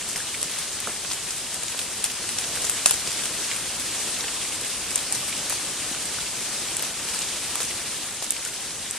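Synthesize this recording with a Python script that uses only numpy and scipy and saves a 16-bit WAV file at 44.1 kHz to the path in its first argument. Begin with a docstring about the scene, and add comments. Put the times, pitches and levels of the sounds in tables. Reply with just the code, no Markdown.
"""Autumn leaf and acorn fall

Dry leaves and acorns drop onto leaf litter: near ticks snap and leave a rustle, acorns thud, one hits hard wood.
Each contact is a blow plus a noise burst through a resonance, reaching two close microphone ports apart in time.
Random smaller falls patter around; shaped noise gives the low breeze and the hiss of far leaves.
"""
import sys
import numpy as np
from scipy import signal
from scipy.fft import rfft, irfft, next_fast_len
from scipy.io import wavfile
from scipy.ndimage import uniform_filter1d, map_coordinates

SR = 44100
rng = np.random.default_rng(int(sys.argv[2]) if len(sys.argv) > 2 else 0)


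def file_out(sig):
    """Save sig as 16-bit WAV at sys.argv[1]."""
    # one column per channel
    cols = np.atleast_2d(sig).T
    # limit, then scale
    lim = np.clip(cols, -1, 1)
    pcm = np.round(lim * 32767).astype(np.int16)
    wavfile.write(sys.argv[1], SR, pcm)


N = 396013

# clear near contacts of dry leaves and acorns: [t/s, level/dB (rms, mean of ports), f/Hz, left port's lead/10
# us, rustle after/dB (relative), woody knock/dB (rms)]
NEAR_TICKS = [(0.089, -26.0, 9070.0, -1.0, -29.5, -33), (0.1316, -24.0, 8500.0, -3.0, -40.0, -36.0),
              (0.1598, -23, 5500.0, 3, -29.5, -28), (0.3435, -29, 2100, 0, -46, -38),
              (0.3475, -26, 2700, 0, -40.0, -38), (0.4158, -19.0, 8600.0, -6, -35, -32.0),
              (0.429, -13, 9290.0, 4, -41.0, -26), (0.496, -28.0, 8860.0, -4, -36, -39.0),
              (0.514, -25, 8500.0, 4, -40.0, -40.0), (0.587, -20, 8800.0, 3.0, -29.0, -33),
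              (0.803, -20.5, 8160.0, 1.5, -39.0, -36.0), (1.1025, -30, 4000, 2, -42, -33),
              (1.113, -26, 4400.0, 5, -29, -28), (1.117, -26, 4700, 4, -40, -38),
              (1.1222, -25, 5500, 5, -40.0, -30), (1.1329, -21.0, 7500.0, 4, -40.0, -30.0),
              (1.3055, -25, 4900, 3, -39, -40), (1.308, -22, 5400.0, 4, -35, -38),
              (1.3768, -27.0, 9110.0, 3.0, -35, -40.0), (1.5438, -21, 8860.0, 2, -46.0, -32.0),
              (1.6333, -20.0, 8970.0, 6, -35, -33), (1.682, -27, 4870.0, -1.0, -31, -31),
              (1.7224, -26, 8500.0, -4, -40.0, -40.0), (1.791, -27, 3380.0, -1.0, -26.5, -30),
              (1.8149, -24, 8500.0, 5, -40.0, -27), (2.0417, -9.5, 8050.0, 3, -25, -21.5),
              (2.1, -30, 2390.0, -4, -32, -41), (2.291, -19.0, 9190.0, 3.5, -31.5, -26),
              (2.386, -16, 6100, 4, -31, -30.0), (2.4405, -27, 3460.0, -1.0, -36, -35),
              (2.5551, -23.0, 9000.0, 0.0, -29, -30.0), (2.6186, -21.0, 8050.0, 3, -29, -37),
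              (2.6441, -24.0, 7520.0, 6, -25, -30.0), (2.697, -9.5, 9400, 5, -26.5, -28),
              (2.859, -13, 10300, 8, -21.5, -22), (2.886, -20, 8710.0, 7.0, -29, -32.0),
              (2.9095, -6, 9450, 4.5, -23, -23), (2.9396, -16.0, 8200.0, -4.5, -31, -32.0),
              (3.0744, -23, 4430.0, -1.0, -31, -29.5), (3.117, -25.0, 5020.0, 0.0, -46.0, -32),
              (3.1907, -29, 3000.0, 1.0, -40.0, -34.0), (3.236, -27, 3750.0, 7, -30, -33.0),
              (3.514, -23.5, 2330.0, -4, -31, -33), (3.5625, -22.0, 8500.0, 3.0, -38, -29),
              (3.7974, -23.0, 8960.0, 5.0, -33, -37.0), (4.1435, -32, 3000.0, -1, -42, -35.0),
              (4.207, -23.5, 3680.0, 4, -43.0, -29), (4.282, -27, 2390.0, 3.0, -42.0, -39),
              (4.5218, -29, 2520.0, 0.0, -36, -36.0), (4.6125, -21, 8080.0, 2, -44.0, -35),
              (4.648, -24, 8620.0, 9.0, -37, -34.0), (4.905, -33, 5580.0, 4, -31, -33.0),
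              (4.9575, -7.5, 8000, 3.5, -31, -27), (4.9775, -18.0, 8590.0, 5.5, -32.0, -32.0),
              (4.99, -27, 3200.0, 0.0, -40.0, -35.0), (5.1245, -11, 8840.0, 4, -29.0, -31.0),
              (5.1494, -20, 8940.0, 3.5, -26.5, -37), (5.2787, -26.0, 9000.0, 4.0, -30, -40.0),
              (5.327, -28, 2430.0, -2, -46.0, -34.5), (5.497, -20, 9610.0, 2, -28, -33.0),
              (5.5077, -26, 8500.0, 5, -40.0, -39), (5.5251, -19.0, 8580.0, 6, -31, -30),
              (6.055, -22.0, 8680.0, 3.0, -36, -40.0), (6.768, -14.5, 9100.0, 2, -37, -30.0),
              (6.7945, -26, 8000, 2, -41, -27), (6.825, -17, 10260.0, 5, -32, -40.0),
              (6.8314, -32, 3000.0, 0.0, -40.0, -36.0), (7.0865, -30, 3000.0, 6, -38, -33),
              (7.1363, -34, 2030.0, 0.0, -30.0, -39.0), (7.1903, -18, 8630.0, -4.5, -43, -37.0),
              (7.2189, -27, 4030.0, 2.0, -42, -29), (7.2225, -28, 4500, 2, -44, -32),
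              (7.286, -31, 3500, 2, -40, -33), (7.556, -16, 8700.0, 2.0, -34.0, -29.0),
              (7.604, -27, 4200.0, 4, -25.5, -29), (7.611, -22, 8200, 2, -40, -38),
              (7.6178, -24, 8500.0, -4, -40.0, -39.0), (7.6308, -18, 7810.0, 3, -31, -40),
              (7.7083, -29, 2650.0, -6, -34, -39.0), (8.1253, -29, 8500.0, 3, -48, -43),
              (8.2247, -29, 4000.0, 4, -31, -36.0), (8.244, -22, 7930.0, 2.0, -37, -33.0),
              (8.3065, -9.5, 9000, -3.5, -31, -37.0), (8.321, -23.0, 8600.0, -1.0, -43.0, -33),
              (8.365, -31, 2550.0, -1.0, -46.0, -42), (8.4502, -19, 7650, 1, -37, -36.0),
              (8.4737, -26.0, 8500.0, 5, -35, -40.0), (8.91, -17, 7700.0, -2.5, -47, -39)]
SHADE_DB_PER_10US = 0.8  # level difference between the ports for each 10 us of lead


def amp(db):
    """Amplitude of a level in dB."""
    return 10 ** (np.asarray(db) / 20)


def unit(x):
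    """x scaled to rms 1."""
    return x / np.sqrt(np.mean(x ** 2) + 1e-20)


def along(points, hz):
    """Value at hz from (f/Hz, value) points, interpolated on a log frequency axis."""
    f_hz, value = np.transpose(points)
    return np.interp(np.log(hz + 1), np.log(f_hz + 1), value)


def filtered(x, response):
    """x filtered by a response given as a function of frequency."""
    size = next_fast_len(N + 8192)
    spectrum = rfft(x, size) * response(np.fft.rfftfreq(size, 1 / SR))
    return irfft(spectrum, size)[..., :N]


def wobble(knots_per_s):
    """Smooth random curve: a spline through normal random knots."""
    knots = rng.standard_normal(int(N * knots_per_s / SR) + 4)
    return map_coordinates(knots, [np.arange(N) * knots_per_s / SR])


def rush(spectrum, patchy_db):
    """Diffuse noise with time-frequency patches of random gain; its mid has rms 1 before the port lean."""
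    # sound from all around, port difference against port sum: [f/Hz, level/dB]
    apart = [(60, -20), (110, -19), (200, -19), (370, -19.5), (690, -17.5), (1270, -15.5), (2330, -15),
             (4290, -4.5), (7900, -1), (14500, 5.5)]
    # sensitivity of the left port over the right: [f/Hz, level/dB]
    lean = [(60, -.5), (3400, -0.5), (4800, 1), (6500, 0), (8900, 3.5), (11400, 0.5), (14500, 1.4)]
    z = signal.stft(rng.standard_normal((2, N)), nperseg=512)[2]
    field = rng.standard_normal(z.shape[1:])
    field = uniform_filter1d(field, size=10, axis=0)  # across frequency
    field = uniform_filter1d(field, size=8, axis=1)  # across time
    pair = signal.istft(z * amp(patchy_db * unit(field)), nperseg=512)[1][:, :N]

    def mid_side_gain(hz):
        return amp(along(spectrum, hz) + [0 * hz, along(apart, hz)])

    def port_gain(hz):
        return amp(np.outer([0.5, -0.5], along(lean, hz)))

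    mid, side = filtered(pair, mid_side_gain)
    return filtered(np.array([mid + side, mid - side]), port_gain) / np.std(mid)


def contacts(s, db, hz, ms, lag_us, pan_db, sharp, broad_db, solid, size=1024):
    """Each contact: a one-sample blow (solid = its energy share) and a noise burst through a resonance."""
    t, f = np.arange(size) / SR, np.fft.rfftfreq(size, 1 / SR)
    age = t / (ms[:, None] / 1000)
    burst = age ** 0.3 * np.exp(-1.6 * age ** 0.65) * rng.standard_normal((len(s), size))
    blow = np.sqrt(solid) * np.sign(burst[:, 1]) * np.linalg.norm(burst, axis=1)
    burst = np.sqrt(1 - solid) * burst
    burst[:, 0] = blow

    centre, sharp = hz[:, None], np.reshape(sharp, (-1, 1))
    damping = 1j * f * centre / sharp
    ring = damping / (centre * centre - f * f + damping)
    port = 1 / (1 + 1j * f / 9200 * 0.46 - (f / 9200) ** 2)  # port cavity rings, then dulls the top
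    z = rfft(burst) * (ring ** 2 + amp(broad_db)) * port ** 2

    # level db = rms if the energy filled exactly ms
    energy = np.sum(irfft(z) ** 2, axis=1)
    z *= (amp(db) * np.sqrt(ms / 1000 * SR / energy))[:, None]
    where = (np.round(s * SR).astype(int)[:, None] + np.arange(size)).ravel()
    ports = []
    for side in (0.5, -0.5):  # left, right
        delay_s = side * lag_us[:, None] / 1e6 + 2 / SR  # 2 samples keep early arrivals positive
        wave = irfft(z * np.exp(-2j * np.pi * f * delay_s)) * amp(side * pan_db)[:, None]
        ports.append(np.bincount(where, wave.ravel(), N + size)[:N])
    return np.array(ports)


def far_woods():
    """One wind curve drives the low breeze in the crowns and the merged hiss of far leaves."""
    # wind in the crowns: [t/s, leaf hiss level/dB]
    wind = [(0.0, -33.5), (0.35, -33), (1.75, -33.5), (2.1, -33.5), (2.55, -30.5), (3.43, -31), (3.62, -32),
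            (3.83, -32), (4.05, -31), (4.75, -31.5), (5.75, -31.5), (7.48, -31.5), (8.03, -33), (8.2, -35),
            (8.98, -34.5)]
    # low breeze spectrum: [f/Hz, relative level per Hz/dB]
    breeze_spectrum = [(18, -38), (30, -8.5), (69, -2), (325, -1), (1080, -5), (1800, -7.5), (2340, -18),
                       (3960, -120)]
    # leaf hiss spectrum: [f/Hz, relative level per Hz/dB]
    hiss_spectrum = [(530, -14), (900, -9.5), (1700, -2.5), (2600, 1), (3400, 1.5), (4300, 0.5),
                     (6300, 0.5), (8000, 2), (8900, 2), (10600, -5.5), (12000, -12), (14100, -21.5),
                     (14600, -63), (15000, -68)]
    breeze_re_hiss_db, breeze_swing = -9.5, 1  # swing: share of the hiss's level swings
    wind_db = np.interp(np.arange(N) / SR, *np.transpose(wind))
    mean_db = wind_db.mean()
    breeze_db = mean_db + breeze_re_hiss_db + breeze_swing * (wind_db - mean_db)
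    flurry = wobble(12)
    breeze = amp(breeze_db + 0.16 * flurry) * rush(breeze_spectrum, patchy_db=1.0)
    hiss_db = wind_db + 0.38 * flurry + 0.54 * wobble(45)
    hiss = amp(hiss_db) * rush(hiss_spectrum, patchy_db=0.97)
    return breeze + hiss


def patter(count, level_db, spread_db, centre_hz, cap_db):
    """Smaller falls at random moments, levels, pitches and port lags; low contacts last longer."""
    u, g = rng.random((count, 3)), rng.standard_normal((count, 3))
    s = u[:, 0] * (N - 1) / SR
    hz = np.clip(centre_hz * np.exp(0.55 * g[:, 0]), 300, 11000)
    boost_db = np.minimum(-spread_db * np.log(u[:, 1]), cap_db)
    db = level_db + boost_db + 1.9 * np.log2(hz / centre_hz)
    ms = np.minimum(0.95 * np.exp(0.45 * g[:, 1]) * (5500 / hz) ** 0.86, 5)
    lag_us = 62 * np.sin(2 * np.pi * u[:, 2])
    pan_db = 0.72 + 2.0 * g[:, 2]
    return contacts(s, db, hz, ms, lag_us, pan_db, sharp=1.66, broad_db=-36, solid=0.46, size=512)


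def snaps():
    """Brittle leaf blades break: thin bright clicks with the port lead of the tick nearest in time."""
    # breaking leaves: [t/s, level/dB (rms, mean of ports)]
    breaks = [(0.0877, -29), (0.415, -32), (0.4279, -31), (0.8016, -30), (1.3064, -32), (1.5429, -30),
              (2.0408, -22), (2.385, -34), (2.6968, -25), (2.9088, -14), (3.7963, -28), (4.9566, -26),
              (5.1213, -30), (5.2011, -29), (5.4976, -23), (6.7675, -25), (6.7935, -27), (6.8239, -19),
              (7.5547, -25), (7.6021, -32), (8.1244, -35), (8.306, -17), (8.3204, -29), (8.4492, -37),
              (8.9092, -30)]
    snap_hz, snap_ms = 13100, 1
    s, db = np.transpose(breaks)
    tick_s, tick_lead = np.transpose(NEAR_TICKS)[[0, 3]]
    lead = tick_lead[np.argmin(np.abs(s[:, None] - tick_s), axis=1)]
    return contacts(s, db, snap_hz + 0 * s, snap_ms + 0 * s, -10 * lead, SHADE_DB_PER_10US * lead,
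                    sharp=3.5, broad_db=-40, solid=0.15)


def ticks():
    """Near contacts of leaves and acorns with a woody knock beneath, each followed by a decaying crackle of
    litter."""
    # disturbed litter spectrum: [f/Hz, relative level per Hz/dB]
    crackle = [(500, -9), (1500, -2.5), (4000, -2.5), (8700, 3), (10600, -0.5), (12000, -8), (14100, -17),
               (15000, -66)]
    tick_ms, ref_hz, shortening_power = 1.3, 6000, 0.87  # length at ref_hz; higher contacts are shorter
    knock_hz, port_travel_us = 2860, 76  # travel: longest lag between the ports
    s, db, hz, lead, rustle_db, knock_db = np.transpose(NEAR_TICKS)
    ms = tick_ms * (ref_hz / hz) ** shortening_power
    lag_us = np.clip(-10 * lead, -port_travel_us, port_travel_us)
    pan_db = SHADE_DB_PER_10US * lead

    starts = np.bincount(np.round(s * SR).astype(int), amp(2 * rustle_db), N)  # power
    t = np.arange(SR // 2) / SR
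    settling = amp(-2 * 60 * t / 0.25) * (1 - np.exp(-t / 0.001))  # power falls 60 dB in 0.25 s
    power = np.abs(signal.fftconvolve(starts, settling)[:N])
    rustle = np.sqrt(power) * amp(3.5 * wobble(320)) * rush(crackle, patchy_db=2.0)

    tick = contacts(s, db, hz, ms, lag_us, pan_db, sharp=1.77, broad_db=-33.0, solid=0.15)
    knock = contacts(s, knock_db, np.full(len(s), knock_hz), 2.2 * ms, lag_us, 0 * s,
                     sharp=0.97, broad_db=-40, solid=0.55)
    return tick + knock + amp(-3.0) * rustle


def thuds():
    """Acorns strike and ring briefly; soil answers lower; long waves reach both ports alike."""
    # acorns on soil or wood: [t/s, level/dB (rms), f/Hz, ring sharpness (Q), soil's answer/dB (rms)]
    acorns = [(0.1595, -32, 1900, 2.2, -41), (0.2028, -26, 1720, 4, -48), (0.4277, -38, 1100, 1.5, -41),
              (0.8728, -24, 1400, 3.8, -30.5), (0.88, -36, 420, 1.6, -45), (0.893, -36, 1200, 1.5, -37),
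              (1.049, -29, 1700, 1.4, -39), (1.1124, -33, 1100, 1.5, -46), (1.7465, -35, 1400, 2, -37),
              (2.242, -32, 1600, 3, -45), (2.5725, -29, 1600, 3, -48), (2.642, -39, 660, 1.5, -50),
              (2.6955, -30, 1400, 1.5, -52), (2.911, -28, 1130, 1.5, -41), (3.0765, -38, 448, 2, -42),
              (3.2235, -35, 1600, 2.5, -48), (4.2415, -29, 1550, 3, -36), (4.932, -42, 480, 2, -44),
              (5.5015, -30, 1500, 1.9, -37), (5.525, -30.5, 1000, 1.3, -41), (5.913, -35, 215, 1.3, -51),
              (6.1855, -28, 1460, 4, -43), (6.493, -39, 224, 1.5, -50), (6.7935, -35, 1000, 2, -51),
              (7.5554, -30, 1050, 2, -44), (7.6025, -31, 1100, 1, -34), (8.223, -34, 1000, 1.3, -36),
              (8.462, -29.5, 1500, 4.5, -51), (8.95, -38, 1000, 2, -48)]
    thud_cycles, soil_ms = 3.1, 7.6  # thud length in its own cycles
    s, db, hz, sharp, soil_db = np.transpose(acorns)
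    knock = contacts(s, db, hz, thud_cycles * 1000 / hz, 0 * s, 0 * s, sharp,
                     broad_db=-30, solid=0.87, size=2048)
    soil = contacts(s, soil_db, 0.45 * hz, soil_ms + 0 * s, 0 * s, 0 * s, sharp=0.64,
                    broad_db=-45, solid=0.35, size=2048)
    return knock + soil


def hard_hit():
    """The nearest acorn hits hard wood and sets all its resonances ringing at once."""
    # ring of the struck wood: [f/Hz, level/dB (rms), sharpness (Q), length/ms]
    modes = [(560, -20, 1.3, 1.5), (1200, -22, 2, 1.9), (2570, -12.5, 2.2, 1.1), (3670, -13, 3.5, 1.2),
             (5300, -13, 3.1, 1.4), (6800, -8.5, 14, 1.5), (8670, -4.5, 6.8, 2)]
    hit_s, lead_10us = 2.859, 4.4  # left port leads
    hz, db, sharp, ms = np.transpose(modes)
    return contacts(hit_s + 0 * hz, db, hz, ms, -10 * lead_10us + 0 * hz, 0 * hz, sharp,
                    broad_db=-31, solid=0.32, size=2048)


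def scene():
    """Far woods, scattered patter and near falls."""
    woods = far_woods()
    leaves = patter(count=1500, level_db=-39.0, spread_db=4.0, centre_hz=5360, cap_db=7.5)
    acorns = patter(count=110, level_db=-47.5, spread_db=6.0, centre_hz=800, cap_db=4.0)
    return woods + leaves + acorns + snaps() + ticks() + thuds() + hard_hit()


def record(dry):
    """Peaks are rounded off near full scale; a low-pass leaves nothing above the band limit."""
    top_hz, slope_hz = 15300, 400
    limited = dry / (1 + np.abs(dry) ** 12) ** (1 / 12)

    def edge(hz):
        return np.clip((top_hz - hz) / slope_hz, 0, 1) ** 2

    return np.clip(filtered(limited, edge), -1, 1)


dry = scene()
out = record(dry)
file_out(out)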